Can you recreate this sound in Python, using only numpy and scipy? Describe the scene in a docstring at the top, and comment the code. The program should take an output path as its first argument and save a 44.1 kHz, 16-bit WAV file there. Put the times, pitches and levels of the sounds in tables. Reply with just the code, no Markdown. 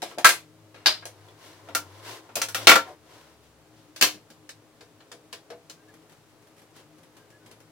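"""A plastic printer is worked on in a small hard-walled room: air and a humming fan are filtered noise and sines.
Catches snap first, each a burst of noise with ringing tones, while slightly grainy noise makes the rubbing strokes.
A faint low drone, one gliding sine, swells and sinks; the side cover knocks and breaks free with a clatter.
It groans as it slides off, in short unsteady tones; then the front door and its fittings knock.
Last, a screwdriver taps its way to a screw and turns it, with small clicks and squeaks."""
import sys
import numpy as np
from scipy import signal
from scipy.fft import rfft, irfft, next_fast_len
from scipy.io import wavfile

SR = 44100
rng = np.random.default_rng(int(sys.argv[2]) if len(sys.argv) > 2 else 0)


def transcribe(u):
    """Save the signal u as a 16-bit wav file named by the first command-line argument.

    u: samples, shape (n,) or (channels, n), limited to [-1, 1]; the rate is SR.
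    q: integer samples, one column per channel.
    """
    v = np.clip(np.atleast_2d(u).T, -1, 1)
    q = np.round(v * 32767).astype(np.int16)
    wavfile.write(sys.argv[1], SR, q)


N = 340011
TIME = np.arange(N) / SR   # seconds
RING_SIZE = 20000   # length of one contact sound, in samples
CUTOFF_HZ = 16000   # top of the sound

# room air: (frequency [Hz], relative strength [dB per Hz])
AIR_SPECTRUM = [(12, -43), (20, -13), (32, -21), (74, -12.5), (96, -6.5), (163, -4), (193, -20.5),
                (222, -7.5), (310, -7), (574, -9.5), (1260, -14.5), (1660, -17.5), (1810, -18), (9140, -26),
                (16000, -32)]
AIR_LEVEL_DB = -58.5   # rms of the room air over both sides, balance included
# fan hum tones: (frequency [Hz], rms before loudness changes and balance [dB])
FAN_TONES = [(108, -71.5), (158, -72), (312, -66.5), (427, -72), (535, -75.5), (657, -78.5)]
# fan loudness change: (time [s], change [dB])
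FAN_LOUDNESS = [(0, 2), (3.6, -3.5), (3.7, 0), (7.7, 1)]
# low drone: (time [s], average frequency [Hz], rms before trim, flutter and balance [dB])
DRONE_PATH = [(0.0, 98.8, -84), (0.1, 106.8, -66.5), (1.26, 102.8, -55), (1.35, 100.5, -64),
              (1.87, 98.27, -51.5), (2.13, 109.1, -51), (2.2, 112.8, -68), (2.63, 106.5, -43.5),
              (2.86, 95.8, -60.5), (3.14, 74.26, -73), (3.59, 66.87, -63.5), (3.7, 61.77, -78)]
DRONE_TRIM_DB, DRONE_FADE_DB_PER_S = -2.5, 91.5   # the fade starts after the last row

# likeness of the two microphones: (frequency [Hz], correlation [0 to 1])
MIC_LIKENESS = [(25, .3), (70, 0.4), (300, 0.96), (700, 0.85), (1400, 0.58), (2800, 0.13), (6000, 0.18),
                (16000, 0.076)]
# left-right balance: (frequency [Hz], left minus right [dB])
LEFT_MINUS_RIGHT = [(25, 6), (125, 3), (300, 4.5), (600, 2.5), (1400, 2.5), (4000, 1.6), (12000, 0.04)]
LEFT_LAG_S = .00004   # noise reaches the left this much later

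# catches being prised: (time [s], level [dB], hardness as tilt [dB per octave], wall flex [dB],
# pitch of struck part [Hz], its resonance [dB], time to fall 60 dB [s])
CATCH_HITS = [(0.019, -25, 0, 0, 3870, 4.5, 0.28), (0.025, -18.5, -1.5, -7, 722, 7.5, 0.17),
              (0.112, -38, -6, 5, 1320, 1, 0.19), (0.176, -38, -11, -3, 626, 7, 0.11),
              (0.183, -21.5, 0, 0, 721, 7, 0.19), (0.245, -2.5, 2, 3.5, 1329, 9.5, .15),
              (0.253, -3.5, 2.5, 0, 1590, 9, .18), (0.268, -7, 2, -2, 1375, 5.5, 0.13),
              (0.29, -8.5, 2.5, 0, 1590, 1, 0.22), (0.743, -40, -3, 3, 670, 0, 0.71),
              (0.859, -11, 1.6, 7.5, 4680, 9, 0.16), (0.868, -15, 0.5, 4, 4420, 12.5, 0.26),
              (1.024, -43.5, -4, 10, 1400, 5.5, 0.15), (1.054, -23.5, 0.1, -7, 600, 3, 0.2),
              (1.284, -45, -1, -4, 3400, 9, 0.13)]
# cover knocking and breaking free: (time [s], level [dB], hardness as tilt [dB per octave], wall flex [dB],
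# pitch of struck part [Hz], its resonance [dB], time to fall 60 dB [s])
COVER_HITS = [(1.686, -31.5, -4.5, 0.5, 693, 3.6, .25), (1.749, -9, 2, -5.5, 1377, 9.1, 0.17),
              (2.29, -40, -4.5, 1, 966, 7, 0.34), (2.355, -14.5, 3, -7.5, 2480, 1.56, 0.15),
              (2.366, -16, -0.2, -5, 596, 2.8, 0.32), (2.416, -12, 1.97, -0.5, 6100, 1.4, .17),
              (2.485, -22, 2, -7, 1447, 6, .2), (2.546, -15, 1.57, 0.5, 1430, 3.2, .24),
              (2.582, -25, -2.5, -10, 1260, 3, .35), (2.67, 4.5, -0.6, 3.5, 4200, 4.2, .24),
              (2.691, 1.5, 0.8, 5, 1396, 3.2, 0.21), (2.716, -2, -1.47, 5, 1359, 4.9, 0.15),
              (2.7555, -3, -0.9, -3.5, 1368, 11, 0.14)]
# front door and its fittings: (time [s], level [dB], hardness as tilt [dB per octave], wall flex [dB],
# pitch of struck part [Hz], its resonance [dB], time to fall 60 dB [s])
DOOR_HITS = [(3.961, -33, 1.4, 2, 1537, 1.7, .26), (4.011, -12.5, 2.1, 7, 3000, 0.78, 0.23),
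             (4.023, -5.5, 1.55, 3.5, 2630, 1.2, .21), (4.143, -35.5, -2.5, -7.5, 307.4, 6.2, 0.19),
             (4.302, -37.5, -1.1, -2.5, 301, 6.4, 0.2)]
# screwdriver tip meeting screw and frame: (time [s], level [dB], hardness as tilt [dB per octave],
# wall flex [dB], pitch of struck part [Hz], its resonance [dB], time to fall 60 dB [s])
TOOL_TAPS = [(4.491, -34, 4.5, 7, 5210, 2.8, 0.16), (4.808, -33, -1, 0, 449, 5.1, 0.2),
             (5.004, -43.5, -1.5, 5, 4080, 4.1, 0.21), (5.116, -27, 0.9, -3, 477, 4.3, .19),
             (5.327, -24, 1.4, 0, 2820, 1.7, 0.19), (5.502, -26.5, -2, -0.5, 441, 3.1, 0.16),
             (5.519, -36, -5, 0, 620, 6.6, 0.2), (5.697, -30, 3.2, -2, 4160, 1, 0.19)]
# the screw slipping in its thread: (time [s], level added to its tone colour [dB])
SCREW_SLIPS = [(5.884, -49), (5.9391, -43.5), (6.1193, -45.5), (6.5805, -47), (6.6171, -45.5),
               (6.7642, -41.5), (7.0315, -45), (7.1678, -43), (7.4604, -41), (7.5119, -39), (7.6025, -44)]

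# ringing around the catches: (frequency [Hz], average level against nearby tone [dB], time to fall 60 dB [s])
SHELL_MODES = [(344, -4.5, 0.27), (460, -10, 0.14), (578, -12, 0.1), (700, -4.5, .16), (1020, -10, 0.091),
               (1155, -9.5, 0.046), (1336, -5.5, 0.049), (1620, -5.5, 0.12), (1640, -10.5, .17),
               (2180, -10.5, .16), (2420, -10.5, 0.15), (2770, -11, 0.1), (4100, -15, 0.067),
               (4225, -14.5, .17), (4800, -16.5, .17)]
# side cover ringing: (frequency [Hz], average level against nearby tone [dB], time to fall 60 dB [s])
PANEL_MODES = [(223, -3.5, 0.14), (295, -3, 0.33), (453, -3.5, 0.16), (535, -0.5, 0.19), (575, -4.5, 0.067),
               (671, -4, .18), (703, -8, 0.068), (930, -12, 0.29), (1178, -10, 0.14), (1339.5, -3, 0.14),
               (1397, -1, 0.093), (1424, -13, 0.098), (1794, -12.5, 0.098), (2250, -11.5, 0.13),
               (2750, -10.5, .13), (3150, -12.5, 0.099), (4173, -9.5, 0.1), (6030, -16, 0.16),
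               (7160, -11.5, 0.097)]
# door ringing: (frequency [Hz], average level against nearby tone [dB], time to fall 60 dB [s])
FLAP_MODES = [(73, -1, 0.33), (229, -19, 0.1), (306.7, -3, 0.38), (416, -4.5, 0.21), (540, -3.5, 0.14),
              (666, -25, 0.12), (1026, -9.5, 0.2), (1647, 2.5, 0.083), (1842, -9, 0.082), (2570, -11, 0.13),
              (3170, -13, .15)]
# frame and screwdriver shaft ringing: (frequency [Hz], average level against nearby tone [dB],
# time to fall 60 dB [s])
FRAME_MODES = [(415.4, 1.5, 0.29), (483, 2.5, 0.29), (670.6, -1.5, 0.28), (1598, -8, 0.17),
               (1723, -4, 0.089), (2260, -9.5, 0.12), (2606, -9, 0.099), (2980, -4.5, 0.085),
               (4250, -12.5, 0.11), (5180, -13, 0.13), (7080, -7, 0.091)]

# average tone of a contact around the catches: (frequency [Hz], level before each hit's settings [dB per octave])
SHELL_TONE = [(50, -69), (220, -34.5), (640, -20), (1270, -19.5), (2500, -15.5), (4950, -16),
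              (10600, -18.5), (16000, -25.5)]
# average tone of the side cover: (frequency [Hz], level before each hit's settings [dB per octave])
PANEL_TONE = [(50, -79.5), (220, -35), (640, -24), (1270, -21.5), (2500, -16), (4950, -17), (10600, -20),
              (16000, -23.5)]
# average tone of the door: (frequency [Hz], level before each hit's settings [dB per octave])
FLAP_TONE = [(50, -52), (220, -27), (640, -23), (1270, -23.5), (2500, -18), (4950, -12), (10600, -17.5),
             (16000, -20.5)]
# average tone of the frame: (frequency [Hz], level before each hit's settings [dB per octave])
FRAME_TONE = [(50, -73), (220, -35.5), (640, -25), (1270, -21), (2500, -21.5), (4950, -18.5),
              (10600, -25.5), (16000, -31)]
# tone of a screw slip: (frequency [Hz], level before each slip's own [dB per octave])
SLIP_TONE = [(50, -38), (220, -16), (640, -19.5), (1270, -19.5), (2500, -16), (4950, -18), (10600, -15.5),
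             (16000, -24)]
PRINTER_MID_HZ, FLEX_OCTAVES = 1783.6, 1.3   # a flexing wall booms here; hardness tilts about it
PART_OCTAVES = 0.52   # width of the struck part's resonance
TILT_RANGE_HZ = (259, 10600)   # the tilt stays level outside this range

# hands and cover stroking the plastic: (start [s], length [s], dull rub [dB], scratch against the rub [dB])
RUB_STROKES = [(0.06, 0.12, -56, 6), (0.97, 0.78, -59, -4), (1.372, .26, -56.5, 3.5),
               (1.56, 0.36, -54.5, -6), (1.767, 0.64, -52, -3), (2.026, .19, -47, 4),
               (2.197, 0.19, -66, -14), (2.584, 0.12, -43.5, 2), (2.828, 0.15, -46, -9),
               (3.01, 0.4, -55.5, -0.5), (3.401, 0.13, -74.5, 11), (3.709, .24, -74.5, 11),
               (5.725, .6, -67, -4), (6.726, .14, -57.5, 1.5), (7.133, .14, -62, -1.5),
               (7.413, 0.21, -60, -5)]
# dull rub of the panel: (frequency [Hz], relative strength [dB per Hz])
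DULL_SPECTRUM = [(150, -39.5), (250, -16), (297, 1), (368, 0), (735, -2), (858, -4.5), (1050, 2),
                 (1120, -7.5), (2500, -17), (3250, -43.5), (5500, -120)]
# brighter scratch: (frequency [Hz], relative strength [dB per Hz])
SCRATCH_SPECTRUM = [(880, -27.5), (1500, -7.5), (2440, -10), (2640, -4.5), (6120, -10), (7100, -14),
                    (10000, -15), (15100, -21), (16000, -21.5)]
STROKE_ATTACK, STROKE_RELEASE = 0.32, 0.61   # shares of a stroke's length

# the cover groans as it slides off, the screw squeaks as it turns:
# (start [s], length [s], highest average pitch [Hz], rms at the height of the swell before balance [dB])
SQUEAK_TONES = [(2.861, 0.071, 741, -47), (2.895, 0.053, 596, -49), (5.76, 0.09, 1590, -67),
                (5.875, 0.046, 1700, -57.5), (7.175, 0.1, 1590, -67), (7.314, 0.076, 1680, -60),
                (7.391, .07, 1490, -66.5)]


def from_db(db):
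    """Turn decibels into gain."""
    return 10 ** (np.asarray(db) / 20)


def rms_one(x):
    """Scale a sound to an rms of 1."""
    return x / np.sqrt(np.mean(x ** 2) + 1e-20)


def at_hz(points, hz):
    """Read a curve with frequency spaced by ratio, as pitch is heard."""
    points = np.array(points)
    return np.interp(np.log(np.maximum(hz, 1)), np.log(points[:, 0]), points[:, 1])


def in_time(rows):
    """Read each column of a timed table at every sample."""
    s, *columns = np.transpose(rows)
    return [np.interp(TIME, s, column) for column in columns]


def hump(hz, centre_hz, octaves):
    """A bell of height 1, equally wide in pitch on both sides."""
    return np.exp(-(np.log2(hz / centre_hz) / octaves) ** 2)


def drift(rate):
    """Random wander: straight lines joining `rate` random points a second."""
    knots = rng.standard_normal(4000)
    return np.interp(TIME * rate, np.arange(len(knots)), knots)


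def sine(hz):
    """A sine whose pitch changes smoothly: its phase adds up the frequency."""
    phase = 2 * np.pi * np.cumsum(hz) / SR
    return np.sin(phase)


def add(out, sound, s):
    """Mix a sound in at time s, in seconds."""
    start = max(round(s * SR), 0)
    out[:, start:start + sound.shape[1]] += sound[:, :N - start]


def sides(hz):
    """Left and right gain at these frequencies."""
    return from_db(at_hz(LEFT_MINUS_RIGHT, hz) * np.array([[.5], [-.5]]))


def stereo_noise(size):
    """White noise at two close microphones: much more alike in the low middle than in the treble."""
    hz = np.fft.rfftfreq(size, 1 / SR)
    alike = np.clip(at_hz(MIC_LIKENESS, hz), 0, 1)
    white = rfft(rng.standard_normal((3, size)))
    pair = np.sqrt(alike) * white[0] + np.sqrt(1 - alike) * white[1:]
    pair[0] *= np.exp(-2j * np.pi * hz * LEFT_LAG_S)
    return irfft(pair * sides(hz), size)


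def colour(x, spectrum):
    """Filter to a dB curve with no sound ahead of its cause (minimum phase)."""
    count = x.shape[-1]
    size = 2 * next_fast_len(count // 2 + 2048)
    log_gain = np.log(from_db(at_hz(spectrum, np.fft.rfftfreq(size, 1 / SR))))
    # folding the cepstrum (spectrum of the log gain) gives the phase
    cepstrum = irfft(log_gain)
    cepstrum[1:size // 2] *= 2
    cepstrum[size // 2 + 1:] = 0
    return irfft(rfft(x, size) * np.exp(rfft(cepstrum)))[..., :count]


def blow(tone, t60, modes, crack_db=2.5, crack_s=0.0019, spiky=0.34, early_s=0.023,
         build_s=0.0018, scatter_db=1.5, ripple_db=2.3, ripple_count=110, grid_size=400,
         rise_s=0.00061, damping_db_per_s=45.5, damping_hz=4000):
    """One contact: a crack, spiky reflections merging into the room's tail, and ringing modes."""
    t = np.arange(RING_SIZE) / SR
    grid = np.geomspace(50, CUTOFF_HZ, grid_size)
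    # turn level per octave into level per Hz of white noise
    per_hz = at_hz(tone, grid) - 10 * np.log10(np.sqrt(2) * grid / SR)
    # countless damped modes ripple the spectrum, differently at each contact
    ripple = ripple_db * signal.resample(rng.standard_normal(ripple_count), grid_size)
    spectrum = np.transpose([grid, per_hz + ripple])

    # early reflections jump in strength every 10 samples, later ones even out
    spread = spiky * np.exp(-t / early_s)
    jumps = np.repeat(np.minimum(rng.standard_normal(RING_SIZE // 10), 2), 10)
    arrivals = np.exp(spread * jumps - spread ** 2)
    crack = from_db(crack_db) * np.exp(-t / crack_s) / 2
    fade = from_db(-60 * t / t60) * (1 + crack)
    rise = 1 - np.exp(-t / rise_s)
    burst = stereo_noise(RING_SIZE) * arrivals * fade * rise

    # air and walls take the treble first
    dull = signal.lfilter(*signal.butter(1, damping_hz, fs=SR), burst)
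    treble = (burst - dull) * from_db(-damping_db_per_s * t)
    out = colour(dull + treble, spectrum)

    # the strong modes swell for a moment and ring on
    for hz, mode_db, mode_t60 in modes:
        level_db = at_hz(tone, hz) + mode_db + rng.normal(0, scatter_db)
        # the less alike the microphones, the more their phases differ
        side_spread = np.sqrt(max(1 - at_hz(MIC_LIKENESS, hz), 0) / 2)
        phase = rng.uniform(0, 2 * np.pi) + rng.standard_normal((2, 1)) * side_spread
        swing = from_db(level_db - 60 * t / mode_t60) * (1 - np.exp(-t / build_s))
        out = out + np.sqrt(2) * sides(hz) * swing * np.sin(2 * np.pi * hz * t + phase)
    return out


def blows(table, modes, body_tone, note_db, note_t60=0.12, note_cycles=400, ring_gain=.3):
    """Contacts on one body: hardness brightens, wall flex changes the middle, the struck part rings."""
    out = np.zeros((2, N))
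    hz = np.geomspace(50, CUTOFF_HZ, 120)
    octaves = np.log2(np.clip(hz, *TILT_RANGE_HZ) / PRINTER_MID_HZ)
    for s, level_db, hardness, flex_db, part_hz, part_db, t60 in table:
        tilt = hardness * octaves
        flex = flex_db * hump(hz, PRINTER_MID_HZ, FLEX_OCTAVES)
        part = part_db * hump(hz, part_hz, PART_OCTAVES)
        tone_db = at_hz(body_tone, hz) + level_db + tilt + flex + part
        # a stronger resonance rings longer, high notes die sooner
        ring_s = min(note_t60 * from_db(ring_gain * part_db), note_cycles / part_hz)
        note = (part_hz, note_db, ring_s)
        add(out, blow(np.transpose([hz, tone_db]), max(t60, .03), [*modes, note]), s)
    return out


def room_air():
    """Room air: steady noise shaped to a soft, mostly low hush."""
    noise = stereo_noise(next_fast_len(N))[:, :N]
    return from_db(AIR_LEVEL_DB) * rms_one(colour(noise, AIR_SPECTRUM))


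def fan_hum(waver=0.025, flutter_db=5.0):
    """Fan hum: several tones, each wavering in pitch and fluttering in loudness on its own."""
    out = np.zeros((2, N))
    change_db, = in_time(FAN_LOUDNESS)
    for hz, db in FAN_TONES:
        tone = sine(hz * (1 + waver * drift(25)))
        level_db = db + change_db + flutter_db * drift(20)
        out += np.sqrt(2) * sides(hz) * from_db(level_db) * tone
    return out


def low_drone(flutter_db=1.0, waver=0.025):
    """Low drone: one sine gliding in pitch and level, then fading away."""
    hz, db = in_time(DRONE_PATH)
    fade_db = DRONE_FADE_DB_PER_S * np.maximum(TIME - DRONE_PATH[-1][0], 0)
    tone = sine(hz * (1 + waver * drift(15)))
    level_db = db + DRONE_TRIM_DB - fade_db + flutter_db * drift(30)
    return np.sqrt(2) * sides(np.mean(hz)) * from_db(level_db) * tone


def catches():
    """Prised catches snap and set the plastic around them ringing."""
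    return blows(CATCH_HITS, SHELL_MODES, SHELL_TONE, note_db=-3.5)


def rubbing(grain_db=1.0, grains_per_s=260):
    """Strokes gather speed, hold and slow; uneven grip makes dull rub and brighter scratch slightly grainy."""
    dull, scratch = np.zeros(N), np.zeros(N)
    for s, length, db, scratch_db in RUB_STROKES:
        progress = (TIME - s) / length
        speed = np.clip(np.minimum(progress / STROKE_ATTACK, (1 - progress) / STROKE_RELEASE), 0, 1)
        dull += speed * from_db(db)
        scratch += speed * from_db(db + scratch_db)
    grip = from_db(grain_db * drift(grains_per_s))
    friction = stereo_noise(next_fast_len(N))[:, :N] * grip
    dull_rub = dull * rms_one(colour(friction, DULL_SPECTRUM))
    return dull_rub + scratch * rms_one(colour(friction, SCRATCH_SPECTRUM))


def side_cover():
    """The cover knocks and breaks free, its panel ringing at each contact."""
    return blows(COVER_HITS, PANEL_MODES, PANEL_TONE, note_db=-2.0)


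def squeaks(waver=0.024, glide=0.021):
    """Brief stick-slip tones: pitch and loudness rise and fall together, and the pitch jitters."""
    out = np.zeros((2, N))
    for s, length, hz, db in SQUEAK_TONES:
        swell = np.sin(np.pi * np.clip((TIME - s) / length, 0, 1))
        tone = sine(hz * (1 + glide * (swell - 1) + waver * drift(280)))
        out += np.sqrt(2) * sides(hz) * from_db(db) * swell * tone
    return out


def front_door():
    """The door and its fittings knock, and the door's modes ring."""
    return blows(DOOR_HITS, FLAP_MODES, FLAP_TONE, note_db=-2.5)


def screwdriver():
    """The tip taps screw and frame, and the frame and shaft ring."""
    return blows(TOOL_TAPS, FRAME_MODES, FRAME_TONE, note_db=-2.5)


def screw(t60=0.17, crackle_count=22, crackle_db=-53.0, crackle_spread_db=10.0):
    """Clear slips as the screw turns, with mostly fainter ones at random times among them."""
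    out = np.zeros((2, N))
    chance = rng.random((crackle_count, 2))
    first_s = SCREW_SLIPS[0][0]
    times = first_s + chance[:, 0] * (N / SR - first_s) * .98
    levels_db = crackle_db + crackle_spread_db * (2 * chance[:, 1] - 1)
    for s, db in [*SCREW_SLIPS, *zip(times, levels_db)]:
        add(out, from_db(db) * blow(SLIP_TONE, t60, []), s)
    return out


def scene():
    """Room, casing and tool together."""
    room = room_air() + fan_hum() + low_drone()
    casing = catches() + rubbing() + side_cover() + squeaks() + front_door()
    return room + casing + screwdriver() + screw()


def record(dry):
    """Round off the loudest peaks and cut the top treble."""
    rounded = dry / (1 + dry ** 6) ** (1 / 6)
    top_cut = signal.ellip(10, .2, 70, CUTOFF_HZ, fs=SR, output="sos")
    return signal.sosfilt(top_cut, rounded)


dry = scene()
out = record(dry)
transcribe(out)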